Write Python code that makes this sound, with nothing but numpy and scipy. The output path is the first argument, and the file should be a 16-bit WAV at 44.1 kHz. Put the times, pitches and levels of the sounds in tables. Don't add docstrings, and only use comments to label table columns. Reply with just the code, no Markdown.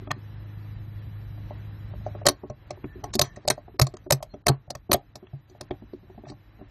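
import sys
import numpy as np
from scipy import signal
from scipy.fft import rfft, irfft, next_fast_len
from scipy.io import wavfile
from scipy.ndimage import uniform_filter1d, map_coordinates

SR = 44100
rng = np.random.default_rng(int(sys.argv[2]) if len(sys.argv) > 2 else 0)


def dump(signal):
    limited = np.clip(np.atleast_2d(signal).T, -1, 1)
    pcm = np.round(limited * 32767).astype(np.int16)
    wavfile.write(sys.argv[1], SR, pcm)


def makeup_ratio(level_db):
    decades = np.asarray(level_db, float) / 20
    return 10 ** decades


N = 295470

# (multiple of shaft rate, level [dB])
HUM_ORDERS = [(1, -11), (2, 1.5), (2.5, -11.5), (3, -16), (4, -20), (6, -25)]
# (frequency [Hz], level over the hiss [dB])
WHINE_TONES = [(3941, -10), (11795, -9.5)]
# (frequency [Hz], density [dB per Hz])
RUMBLE_SPECTRUM = [(20, -24), (34, -5.5), (54, -3.5), (105, -11), (178, -14.5), (300, -32), (390, -60),
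                   (660, -120)]
# (frequency [Hz], density [dB per Hz])
HISS_SPECTRUM = [(150, -22), (312, 1), (390, -8), (1500, -14), (1780, -12), (2200, -16.5), (7100, -26.5),
                 (17000, -46)]
# (time [s], gain [dB])
CAMERA_GAIN = [(0, -2), (.7, 0), (2.24, 0.5), (2.31, -5), (2.5, -8.5), (2.75, -3), (3.1, -1), (3.5, -6.5),
               (3.9, -8), (4.5, -12.5), (4.9, -11.5), (5.6, -8), (5.75, -4.5), (5.95, -8), (6.7, -6.5)]

# (frequency [Hz], level [dB], t60 [s])
THUD_MODES = [(98.5, -6.5, 0.079), (134, 2, 0.13)]
LOW_PLANK_MODES = [(228, -2.5, 0.08), (290.5, -3.5, 0.11), (371, 4, 0.065)]
HIGH_PLANK_MODES = [(430, -4, 0.08), (607.6, 9, 0.038), (695, 3.5, 0.039), (801, -16.5, 0.12),
                    (1080, -13.5, 0.1)]
# (time [s], level [dB], thud
# [dB], low over high plank [dB])
TABLE_TAPS = [(.021, -46.5, 11, 15), (0.164, -48.5, 2, 23.5), (1.378, -50, 10, -6),
              (1.508, -34.5, -1.5, 5), (1.911, -49.5, 17, 7), (1.938, -42, -12, 2),
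              (2.01, -48.5, 22.5, 4), (2.151, -38, -1, -7.5), (2.217, -42, 2.5, -0.5),
              (2.436, -32.5, -6, 4), (2.774, -44, 6, 3), (2.956, -48.5, -8, 13.5),
              (2.982, -50.5, -0.5, 12.5), (3.077, -47, 2, 11), (3.372, -34.5, -8, 2.5),
              (3.682, -41.5, -14, -6.5), (3.744, -47, 2, 12), (4.066, -37, 8.5, 5),
              (4.205, -52.5, -29, -19.5), (4.497, -18.5, 13, -1), (4.679, -51.5, 14.5, -2.5),
              (4.898, -25.5, -5.5, 8), (4.944, -19.5, -30.5, 1.5),
              (5.228, -41.5, -10.5, 11), (5.334, -43.5, 11, 4), (5.514, -53.5, -9, 16.5),
                 (5.55, -50, -4, -4), (5.822, -43, -7, 17), (6.03, -50.5, 1, 18.5), (6.099, -43.5, -5, 8.5),
                 (6.146, -52, 9, 9), (6.18, -38, -14, 7), (6.237, -40.5, 1, 13), (6.269, -40, 9, 10),
                 (6.593, -45, -11, 10.5), (6.613, -37.5, -31, 8.5)]

# (frequency [Hz], level [dB], t60 [s])
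STEEL_MODES = [(3933, -6.5, 0.011), (4394, 4, 0.0056), (4869, -6, 0.013), (5370, -4.5, 0.01),
               (5910, 3, 0.0079), (6526, -2, 0.0077), (6930, -10, 0.0088), (7790, -7.5, 0.0087)]
SHEEN_MODES = [(8390, 11.5, 0.003), (9360, 0, 0.0067), (10440, 0, 0.0068), (11670, -2, 0.016),
               (12640, -13.5, 0.0047), (14160, -11, 0.0097), (16000, -13, .006)]
BODY_MODES = [(1152, -3.5, 0.015), (1278, -4, 0.019), (1553, -6.5, 0.013), (1864, -2.5, 0.012),
              (2177, 5.5, 0.005), (2585, -1, 0.0061), (3249, -0.5, 0.0087)]
# (time [s], steel [dB], body [dB], knock [dB], low over high plank [dB])
BOW_SLIPS = [(0.0737, -59.5, 15.5, -34, 9.5), (.108, -21.5, 3.5, -31.5, -5), (2.065, -39, -13, -32.5, -9.5),
             (2.256, -18, -8, -21, -1), (2.4994, -39.5, -5, -31, 5.5), (2.707, -28.5, -8, -32.5, -5.5),
             (2.842, -37.5, -2.5, -28.5, 9.5), (3.04, -26, -11.5, -24, 0),
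             (3.1535, -13.5, -24, -25.5, 11.5), (3.452, -40, -7.5, -35.5, 8), (3.5792, -48, -7, -41, -3.5),
             (3.8687, -22, -13.5, -35.5, -2.5), (3.94, -37.5, -11, -37.5, 4.5),
             (4.227, -23.5, -15.5, -34.5, -0.5), (4.34, -48.5, 0.5, -33.5, 8),
             (4.7046, -20, -21, -35.5, -3), (4.752, -25.5, -12, -36, 4), (5.156, -26.5, -17.5, -40.5, -3.5),
             (5.4983, -48.5, -22.5, -55, 12.5), (5.611, -23, -14, -33.5, 1),
             (5.7093, -56.5, 21, -25.5, 7.5), (5.935, -46, -10.5, -42.5, 30), (6.3, -30, -25, -36.5, 9),
             (6.32, -44, -14, -37, 5.5)]
# (time [s], level [dB], sheen [dB], body [dB], rattle t60 [s])
STEEL_CHATTER = [(0.1149, -16.5, -19, -4, .012), (2.2702, -0.5, -25.5, -17, .023),
                 (3.138, -15.5, -29, -17.5, .04), (3.1458, -23.5, -22, -24, 0.011),
                 (3.1983, -15.5, -21, -16, .008), (3.236, -25.5, -44.5, -7.5, 0.17),
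                 (3.3617, -35, -52, -8, .06), (3.4845, -10, -20, -33.5, .005),
                 (3.525, -30.5, -41, -17, .05), (3.9697, -37, -49.5, -9, .015),
                 (4.042, -52.5, -31.5, -33, .012), (4.9475, -21.5, -44.5, -5, .04),
                 (5.27, -56, -24, 5.5, .017), (6.255, -53, -51, 4, .05), (6.2854, -36, -58, -8.5, 0.093)]
# (time [s], snap [dB], flight [s], table knock [dB], rebound thud [dB])
PAWL_SNAPS = [
    (2.2671, 2, 0.019, -19.5, 8),
    (3.1948, -2, .0205, -21, 11),
    (3.479, -9, 0.023, -23, 2.5),
    (3.7974, -2, .018, -20, 15.5),
    (4.1086, -2, .0145, -19, 11),
    (4.469, -2.5, .0141, -18.5, 7),
    (4.9177, -3.5, 0.013, -19, 6.5),
]
# (frequency [Hz], t60 [s])
ROOM_DECAY = [(200, 0.092), (2000, 0.19), (6000, 0.095), (14000, 0.066)]
# (time [s], length [s], frequency [Hz], level [dB])
HINGE_SQUEAKS = [
    (2.865, .11, 1770, -54.5),
    (3.27, 0.078, 1790, -55),
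    (4.292, 0.055, 4200, -60),
]
# (frequency [Hz], level re midrange [dB])
LINE_FLOOR = [(150, -37), (500, -16.5), (1200, -8), (2500, -6.5), (5000, -3), (10000, 4.5), (16000, 0.5)]

FRAME, FRAME_START = 1024, 440
LEAD_S = 0.01


def unit(x):
    return x / np.sqrt(np.mean(x ** 2) + 1e-20)


def along(points, hz):
    f, v = np.transpose(points)
    return np.interp(np.log(hz + 1), np.log(f + 1), v)


def wobble(rate_hz):
    knots = rng.standard_normal(int(N * rate_hz / SR) + 4)
    return map_coordinates(knots, [np.arange(N) * rate_hz / SR])


def noise(spectrum):
    size = next_fast_len(N + 8192)
    gain = makeup_ratio(along(spectrum, np.fft.rfftfreq(size, 1 / SR)))
    return irfft(rfft(rng.standard_normal(size)) * gain, size)[:N]


def ring(modes, chance, size, detune=0.012, spread_db=2.5):
    t = np.arange(size) / SR
    hz, db, t60_s = np.transpose(modes)[:, :, None]
    strength, pitch = chance[:len(modes), None], chance[-len(modes):, None]
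    envelope = makeup_ratio(db + spread_db * strength - 60 * t / t60_s) * (1 - np.exp(-t * hz * 4.1))
    return np.sum(envelope * np.sin(2 * np.pi * hz * (1 + detune * pitch) * t), axis=0)


def rattle(jolt, t60_s, swell_s):
    t = np.arange(len(jolt)) / SR - LEAD_S
    swell = 0.5 * np.exp(np.minimum(t, 0) / swell_s)
    x = jolt * np.where(t < 0, swell, makeup_ratio(-60 * t / t60_s))
    x[np.argmax(t >= 0)] = 4.5
    return x / np.linalg.norm(x)


def add(track, start_s, sound):
    part = track[round(start_s * SR):][:len(sound)]
    part += sound[:len(part)]


def motor(t, gain_db):
    turns = np.cumsum(51.86 * (1 + 0.004 * wobble(2.1))) / SR
    hum = np.zeros(N)
    for order, db in HUM_ORDERS:
        hum += makeup_ratio(db + 0.55 * wobble(31)) * np.sin(2 * np.pi * order * turns + order)
    cut_db = -10.5 * np.clip((t - 2.27) / 0.05, 0, 1)
    return makeup_ratio(-37.5 + gain_db + cut_db) * hum


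def rumble(gain_db):
    waver_db = 1.6 * wobble(3.2) + 1.9 * wobble(30)
    return makeup_ratio(-46 + gain_db + waver_db) * unit(noise(RUMBLE_SPECTRUM))


def camera_noise(t, gain_db):
    hiss = noise(HISS_SPECTRUM)
    midrange = signal.butter(2, [1200, 3500], "band", fs=SR, output="sos")
    hiss = hiss / np.std(signal.sosfilt(midrange, hiss))
    whine = sum(makeup_ratio(db) * np.sin(2 * np.pi * hz * t) for hz, db in WHINE_TONES)
    return makeup_ratio(-61 + gain_db) * (makeup_ratio(0.96 * wobble(11)) * hiss + whine)


def background():
    t = np.arange(N) / SR
    gain_db = np.interp(t, *np.transpose(CAMERA_GAIN))
    return motor(t, gain_db) + rumble(gain_db) + camera_noise(t, gain_db)


def knocks():
    rub_s = 0.017
    rows = [(*tap, rub_s) for tap in TABLE_TAPS]
    for s, _, _, knock_db, tilt_db in BOW_SLIPS:
        rows.append((s, knock_db, 0.5, tilt_db, rub_s))
    for s, _, flight_s, knock_db, thud_db in PAWL_SNAPS:
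        rows.append((s, knock_db, -4.5, -6.5, 0.015))
        rows.append((s + flight_s, -21.5, thud_db, 3.1, 0.01))
    return rows


def table():
    out = np.zeros(N)
    rows = knocks()
    push = np.hanning(24) / 12
    chance = rng.standard_normal((len(rows), 3, 10))
    jolts = rng.standard_normal((len(rows), SR // 25))
    size = SR // 6
    for (s, db, thud_db, tilt_db, rub_s), c, jolt in zip(rows, chance, jolts):
        wood = makeup_ratio(thud_db - 6) * ring(THUD_MODES, c[0], size, detune=0.008)
        wood += makeup_ratio(tilt_db / 2 - 3.5) * ring(LOW_PLANK_MODES, c[1], size)
        wood += makeup_ratio(-tilt_db / 2 - 2.5) * ring(HIGH_PLANK_MODES, c[2], size)
        drive = np.convolve(rattle(jolt, rub_s, swell_s=0.0024), push)
        drive *= np.linalg.norm(push) / np.linalg.norm(drive)
        add(out, s - LEAD_S, -makeup_ratio(db) * signal.fftconvolve(wood, drive))
    return out


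FULL_SHEEN_DB = -15.5


def clicks():
    rows = []
    for s, db, body_db, _, _ in BOW_SLIPS:
        sheen_db = FULL_SHEEN_DB + 1.9 * min(db + 25.5, 0)
        rows.append((s, db, sheen_db, body_db, 0.034, 0.0011))
    for row in STEEL_CHATTER:
        rows.append((*row, 0.08 * row[-1]))
    for s, db, flight_s, _, _ in PAWL_SNAPS:
        rows.append((s, db, -13, -17, 0.002, 0.0016))
        rows.append((s + flight_s, -3, -11.5, -14.5, 0.0458, 0.0001))
    return rows


def cuffs():
    out = np.zeros(N)
    rows = clicks()
    chance = rng.standard_normal((len(rows), 3, 16))
    jolts = rng.standard_normal((len(rows), SR // 10))
    crack = signal.firwin(41, [2600, 9000], pass_zero=False, fs=SR)
    size = SR // 28
    for (s, db, sheen_db, body_db, t60_s, swell_s), c, jolt in zip(rows, chance, jolts):
        steel = ring(STEEL_MODES, c[0], size)
        steel += makeup_ratio(sheen_db + 7) * ring(SHEEN_MODES, c[1], size)
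        steel += makeup_ratio(body_db + 8.5) * ring(BODY_MODES, c[2], size)
        steel[:len(crack)] += makeup_ratio(16 + 0.24 * min(sheen_db - FULL_SHEEN_DB, 0)) * crack
        add(out, s - LEAD_S, makeup_ratio(db - 7) * signal.fftconvolve(steel, rattle(jolt, t60_s, swell_s)))
    return out


def room(x):
    out, step = np.zeros(N), SR // 4
    for start in range(0, N, step):
        hz, t, z = signal.stft(rng.standard_normal(SR // 3), SR, nperseg=256)
        decay = makeup_ratio(-60 * t / along(ROOM_DECAY, hz)[:, None])
        tail = signal.istft(z * decay, SR, nperseg=256)[1]
        tail = tail / np.linalg.norm(tail)
        add(out, start / SR + 0.0089, signal.fftconvolve(x[start:start + step], tail))
    return out


def hinge():
    out = np.zeros(N)
    for s, length_s, hz, db in HINGE_SQUEAKS:
        u = np.arange(round(length_s * SR)) / (length_s * SR)
        tone = np.sin(2 * np.pi * hz * length_s * u + 1.2 * np.sin(19 * u))
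        add(out, s, makeup_ratio(db) * np.sin(np.pi * u) * tone)
    return out


def scene():
    steady, wood, steel = background(), table(), cuffs()
    echo = room(makeup_ratio(-27.5) * steel + makeup_ratio(-16) * wood)
    return (steel + wood + echo + hinge() + steady)[None]


def thinned(x, size, margin_db, pooled):
    hz, t, z = signal.stft(x, SR, "cosine", size, size // 2)
    power = np.abs(z) ** 2
    midrange = power[(hz > 1000) & (hz < 4000)].mean(0)
    if pooled:
        frame = np.minimum(t * SR // FRAME, len(x) // FRAME - 1).astype(int)
        top = np.zeros(frame.max() + 2)
        np.maximum.at(top, frame, midrange)
        midrange = np.maximum(top[frame], makeup_ratio(-24.5) * top[frame + 1])
    bands = np.repeat(rng.standard_normal((128, len(t))), size // 256 + 1, axis=0)[:len(hz)]
    margin_db = margin_db + 4.5 * bands * np.clip(hz / 4000 - 0.3, 0, 1)[:, None]
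    floor_db = along(LINE_FLOOR, hz)[:, None] + margin_db
    keep = power > midrange * makeup_ratio(2 * floor_db)
    if not pooled:
        stands_out = power > 1.3 * uniform_filter1d(power, size=60, axis=0)
        keep &= (hz[:, None] < 4300) | stands_out
    return signal.istft(z * keep, SR, "cosine", size, size // 2)[1][:len(x)]


def camera_thinning(x):
    x = np.pad(x, (FRAME - FRAME_START, 2 * FRAME))
    x = x[:len(x) // FRAME * FRAME]
    treble = np.diff(x, 2, prepend=[0, 0])
    energy = (treble ** 2).reshape(-1, FRAME // 8).sum(1)
    before = np.roll(uniform_filter1d(energy, size=8, origin=3), 1)
    attack = ((energy > 20 * before) | (energy > 0.3)).reshape(-1, 8).any(1)
    short = np.repeat(attack | np.roll(attack, -1), FRAME).astype(float)
    short = uniform_filter1d(short, size=128)
    calm = (1 - short) * x + short * np.clip(x, -0.02, 0.02)
    out = short * thinned(x, size=256, margin_db=-10.5, pooled=True)
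    out += (1 - short) * thinned(calm, size=2048, margin_db=-0.3, pooled=False)
    return out[FRAME - FRAME_START:][:N]


def low_pass(x):
    return signal.sosfilt(signal.butter(12, 16820, fs=SR, output="sos"), x)


def record(dry):
    x = signal.sosfilt(signal.butter(2, 35, "high", fs=SR, output="sos"), dry)
    x = np.clip(x, -0.9, 0.9)
    x = signal.sosfilt(signal.butter(6, 16400, fs=SR, output="sos"), x)
    mix = camera_thinning(x[0])[None]
    return low_pass(mix)


dry = scene()
out = record(dry)
dump(out)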